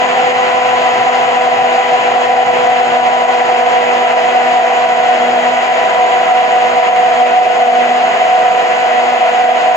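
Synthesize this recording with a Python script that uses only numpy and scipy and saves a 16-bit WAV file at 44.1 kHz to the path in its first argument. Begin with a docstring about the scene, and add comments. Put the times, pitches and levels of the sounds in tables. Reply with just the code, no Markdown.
"""On a kitchen counter, a stick blender whips batter in a plastic beaker, close to a two-port microphone.
The shaft hums on its harmonics and sags whenever the blade bites into thick batter. The churning sets
the beaker's air booming and the counter rumbling, while the motor's fan and brushes lay hiss on top.
The tiles answer with echoes, and a limiter ducks the loudest booms."""
import sys
import numpy as np
from scipy import signal
from scipy.fft import rfft, irfft, next_fast_len
from scipy.io import wavfile
from scipy.ndimage import uniform_filter1d, minimum_filter1d, map_coordinates

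SR = 44100
rng = np.random.default_rng(int(sys.argv[2]) if len(sys.argv) > 2 else 0)


def persist_wave(psi):
    """Save psi, clipped to +-1, as 16-bit WAV."""
    counts = np.round(np.clip(psi, -1, 1) * 32767).astype(np.int16)
    wavfile.write(sys.argv[1], SR, np.atleast_2d(counts).T)


N = 430416
MAINS_THROB_HZ = 100  # the motor's pull throbs at twice the mains frequency

# The freely churning shaft. Each row: time in seconds, turns per second.
FREE_SPEED = [(0, 248.7), (.4, 249.8), (1.3, 247.4), (2.6, 246.7), (3.4, 245.9), (5.0, 245.0),
              (5.85, 246.6), (7.45, 245.5), (8.25, 246.3), (9.76, 245.7)]
# The blade bites into thick batter. Each row: middle in seconds, length in seconds, speed sag in Hz.
BITES = [(2.971, 0.451, 1.2), (4.47, 0.497, 0.701), (5.361, .65, 2.6), (6.721, .35, 0.51), (7.221, .45, .6),
         (7.869, 0.603, 1.895), (9.042, 0.39, 0.69), (9.459, .35, .6)]
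# The hum between bites. Each row: time in seconds, then the levels of harmonics 1 to 4 in dB.
HUM_LEVELS = [(0, -34, -20.5, -21.5, -23), (.7, -35.5, -21.5, -17, -20.5), (1.5, -34, -21, -22.5, -22.5),
              (2.7, -34.5, -19.5, -16.5, -21.5), (4, -34, -19.5, -14.5, -21), (5, -36.5, -21, -14.5, -22),
              (5.9, -40, -22.5, -12.5, -24), (7, -42, -21, -13.5, -24), (7.6, -41, -21, -9.5, -28),
              (8.5, -43, -24, -15.5, -26.5), (9.76, -40.5, -23, -12.5, -26)]
# How hard the batter damps harmonics 1 to 4, in dB per Hz of sag.
DIP_DB_PER_HZ = [0.1, 2.4, 2.2, 3.8]
# How late harmonics 1 to 4 dip after the sag, in seconds; negative is early.
DIP_LAG_S = [0, .18, .05, -.12]
# Hand and arm shade the ports. Each row: time in seconds, then left over right in dB for harmonics 1 to 4.
HAND_SHADE = [(0, -8, -1, 1, -3), (1.7, -6, -3, .5, 6), (4.5, -3.5, -9.5, 0, -5), (9.76, -4, -13, -2, -9)]
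# Grain of harmonics 1 to 4. Each row: left lead in radians, roughness from 0 to 1, mains sideband gain.
HUM_TEXTURE = [(.05, .16, .3), (1.17, .15, .06), (.77, .4, .03), (1.65, .1, .2)]
# The weaker whine above. Each row: harmonic number, upward shift in multiples of the mains throb,
# left level in dB, right level in dB, left lead in radians.
WHINE = [(5, 0, -34, -38, 2), (6, 0, -34, -39, 0.75), (7, 0, -39.5, -45, -0.4), (8, 0, -45.5, -47, 0.8),
         (5, 1, -41.5, -42.5, 1.1), (8, 1, -37, -38, 1), (10, 1, -39, -40, 0.7)]
# The churning mix. Each row: time in seconds, boom in dB, the deeper resonance's share from 0 to 1,
# motor hiss in dB, counter rumble in dB.
CHURN_MIX = [(0, -15, 0.12, -16.5, -44.5), (2.2, -12.5, 0.17, -18, -48.5), (4.5, -15, 0.48, -18, -53),
             (9.76, -15.5, .75, -19, -58)]
# Air over the batter, blade low and then blade high. Each row: pitch in Hz, width in Hz.
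BEAKER_AIR = [(672, 84), (745, 89)]
# Colour of the motor's hiss. Each row: frequency in Hz, relative level in dB.
MOTOR_EQ = [(25, -55.5), (195, -9.5), (280, -13), (400, -2.5), (900, -1), (3000, -4), (3400, -13),
            (5200, -19.5), (5350, -25.5), (6300, -25.5), (6480, -16), (7300, -22), (7900, -33), (8300, -61)]
# Narrow ringing peaks in the motor's hiss: housing resonances and mains sidebands of the whine.
# Each row: pitch in Hz, width in Hz, lift over the hiss in dB.
MOTOR_PEAKS = [(1986, 30, 10), (1945, 50, 5), (2356, 25, 4), (2064, 40, 4), (866, 25, 5), (955, 40, 5),
               (1015, 40, 6), (510, 50, 5), (3260, 70, 6), (2841, 18, 4)]
# The tiled room's wetness. Each row: frequency in Hz, echo over direct sound in dB.
ECHO_BALANCE = [(30, 0.5), (130, -11), (750, -5.5), (1100, 11.5), (4000, 5), (6000, -13.5), (9000, -2)]
# Colour of the faint top hiss. Each row: frequency in Hz, relative level in dB.
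TOP_HISS_EQ = [(7000, -40), (8300, -3), (10000, -10), (12400, -11), (13200, -8.5), (15500, -10.5)]


def amp(db):
    """dB to gain."""
    return 10 ** (np.asarray(db) / 20)


def unit(x):
    """Scaled to rms 1."""
    return x / np.sqrt(np.mean(x ** 2) + 1e-20)


def eq_db(points, hz):
    """An EQ curve in dB, drawn through points on a log frequency axis."""
    f, db = np.transpose(points)
    return np.interp(np.log(hz + 1), np.log(f + 1), db)


def envelopes(rows):
    """One envelope for each column after the time."""
    times, *columns = np.transpose(rows)
    return np.array([np.interp(np.arange(N) / SR, times, column) for column in columns])


def wobble(rate):
    """A smooth random curve, rate knots a second."""
    return map_coordinates(rng.standard_normal(int(N * rate / SR) + 4), [np.arange(N) * rate / SR])


def filtered(x, response):
    """x shaped by a complex frequency response."""
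    size = next_fast_len(N + SR // 2)
    return irfft(rfft(x, size) * response(np.fft.rfftfreq(size, 1 / SR)), size)[..., :N]


def mode(f, hz, width):
    """A resonance of peak gain 1."""
    return 1j * f * width / (hz * hz - f * f + 1j * f * width)


def path_noises():
    """Three unrelated noises: the direct path, then the wash of echoes at each port."""
    return rng.standard_normal((3, N))


def bite_sag(lag_s=0):
    """How far thick batter drags the shaft down, in Hz; each bite swells and lets go smoothly."""
    t = np.arange(N) / SR - lag_s
    return sum(hz * np.cos(np.pi * np.clip((t - middle) / length, -.5, .5)) ** 2
               for middle, length, hz in BITES)


def shaft_angle():
    """The shaft's turning, in radians; the batter makes its speed waver."""
    speed_hz = envelopes(FREE_SPEED)[0] - bite_sag() + 0.289 * wobble(9)
    return 2 * np.pi * np.cumsum(speed_hz) / SR


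def hum_gains(wander_db=0.86, blade_wobble_db=-33.5):
    """Gains of harmonics 1 to 4: bites damp the upper ones, and the loaded blade's wobble feeds the first."""
    gains = amp([db - dip * bite_sag(lag) + wander_db * wobble(4)
                 for db, dip, lag in zip(envelopes(HUM_LEVELS), DIP_DB_PER_HZ, DIP_LAG_S)])
    gains[0] = np.sqrt(gains[0] ** 2 + amp(2 * blade_wobble_db) * bite_sag())
    return gains


def rough_tone(angle, roughness, left_lead, rate=22):
    """A complex stereo tone of power 1, roughened by a shake in level and phase."""
    shake = (unit(wobble(rate)) + 1j * unit(wobble(rate))) / np.sqrt(2)
    grain = np.sqrt(1 - roughness ** 2) + roughness * shake
    return grain * np.exp(1j * (angle + np.array([[left_lead], [0]])))


def shaft_hum(angle):
    """The shaft sings on its harmonics at each port; the mains throb adds sidebands above them."""
    throb = np.exp(2j * np.pi * MAINS_THROB_HZ * np.arange(N) / SR)
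    hum = np.zeros((2, N))
    harmonics = zip(hum_gains(), envelopes(HAND_SHADE), HUM_TEXTURE)
    for k, (gain, pan_db, (lead, roughness, sideband)) in enumerate(harmonics, 1):
        stagger = np.pi / 2 * k ** 2  # the harmonics do not peak together
        tone = rough_tone(k * angle + stagger, roughness, lead) * (1 + sideband * throb)
        pan = np.sqrt(2 / (1 + amp([-2 * pan_db, 2 * pan_db])))  # mean power 1
        hum += gain * pan * np.sqrt(2) * tone.real
    for k, shift, left_db, right_db, lead in WHINE:
        tone = rough_tone(k * angle, .5, lead) * throb ** shift
        hum += amp([[left_db], [right_db]] + 1.3 * wobble(2)) * np.sqrt(2) * tone.real
    return hum


def beaker_boom():
    """Sloshing batter excites the air column; the boom deepens as the blade is worked lower."""
    def air_band(hz, width):
        """The heaving surface spreads the resonance into a flat top."""
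        return lambda f: mode(f, hz - width / 3, width) ** 2 * mode(f, hz + width / 3, width) ** 2

    boom_db, deep_share = envelopes(CHURN_MIX)[:2]
    deep, high = [unit(filtered(path_noises(), air_band(hz, width))) for hz, width in BEAKER_AIR]
    blend = np.sqrt(deep_share) * deep + np.sqrt(1 - deep_share) * high
    return amp(boom_db + 0.85 * wobble(3)) * blend


def motor_hiss(angle, splash_db=0.64):
    """Fan, brush and splash noise pulses with the shaft and the mains, coloured by ringing peaks."""
    def colour(f):
        """Narrow peaks rise out of the hiss."""
        peaks = sum((amp(2 * db) - 1) * np.abs(mode(f, hz, width)) ** 2 for hz, width, db in MOTOR_PEAKS)
        return amp(eq_db(MOTOR_EQ, f)) * np.sqrt(1 + peaks)

    pulse = 1 + .08 * np.sin(angle) + .05 * np.sin(2 * np.pi * MAINS_THROB_HZ * np.arange(N) / SR)
    spectra = signal.stft(pulse * path_noises(), nperseg=512)[2]
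    speckle = rng.standard_normal(spectra.shape[1:])
    splashes = uniform_filter1d(uniform_filter1d(speckle, 14, 0), 7, 1)  # patches in pitch and time
    noise = signal.istft(spectra * amp(splash_db * unit(splashes)), nperseg=512)[1][:, :N]
    level_db = envelopes(CHURN_MIX)[2] + .2 * wobble(2.5) + .35 * wobble(20)
    return amp(level_db) * unit(filtered(noise, colour))


def counter_rumble():
    """The beaker shakes the counter top into a low, lumpy rumble."""
    level_db = envelopes(CHURN_MIX)[3] + 3.8 * wobble(11)
    return amp(level_db) * unit(filtered(path_noises(), lambda f: mode(f, hz=135, width=59) ** 2))


def tiled_kitchen(paths, left_lead_s=7 / SR, ripple_db=1.55, spacing_hz=22):
    """Direct sound reaches the nearer, left port first; the tiles add a wide wash and standing waves."""
    wet = lambda f: 1 / (1 + amp(-2 * eq_db(ECHO_BALANCE, f)))
    # The direct sound's top treble is in phase on left and right, so it sounds centred.
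    phase = lambda f: np.pi * np.minimum(f * left_lead_s, 1) * np.array([[1], [-1]])
    direct = filtered(paths[0], lambda f: np.sqrt(1 - wet(f)) * np.exp(1j * phase(f)))
    echoes = filtered(paths[1:], lambda f: np.sqrt(wet(f)))
    ripple = rng.standard_normal(SR // 20)
    standing_waves = lambda f: amp(ripple_db * wet(f) * map_coordinates(ripple, [f / spacing_hz]))
    return filtered(direct + echoes, standing_waves)


def top_hiss():
    """A faint, steady sheen above the motor's noise, nearly mono."""
    noise = rng.standard_normal(N) + .25 * rng.standard_normal((2, N))
    return amp(-56.5) * unit(filtered(noise, lambda f: amp(eq_db(TOP_HISS_EQ, f))))


def scene():
    """The mix: hum up close, boom, hiss and rumble through the room, a sheen on top."""
    angle = shaft_angle()
    hum = shaft_hum(angle)
    churn = beaker_boom() + motor_hiss(angle) + counter_rumble()
    lean_left = amp([[.6], [-.6]])
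    return hum + lean_left * tiled_kitchen(churn) + top_hiss()


def record(dry):
    """A touch of gain, a stereo-linked limiter to duck the loudest booms, then a brick-wall high cut."""
    drive_db, ceiling, high_cut_hz = 1.07, .96, 15540
    driven = amp(drive_db) * dry
    safe_gain = np.minimum(1, ceiling / (np.abs(driven).max(axis=0) + 1e-9))
    held_gain = minimum_filter1d(safe_gain, size=1400, origin=480)  # short look-ahead, longer hold
    ducking = uniform_filter1d(held_gain, size=400)
    return filtered(driven * ducking, lambda hz: hz < high_cut_hz)


dry = scene()
out = record(dry)
persist_wave(out)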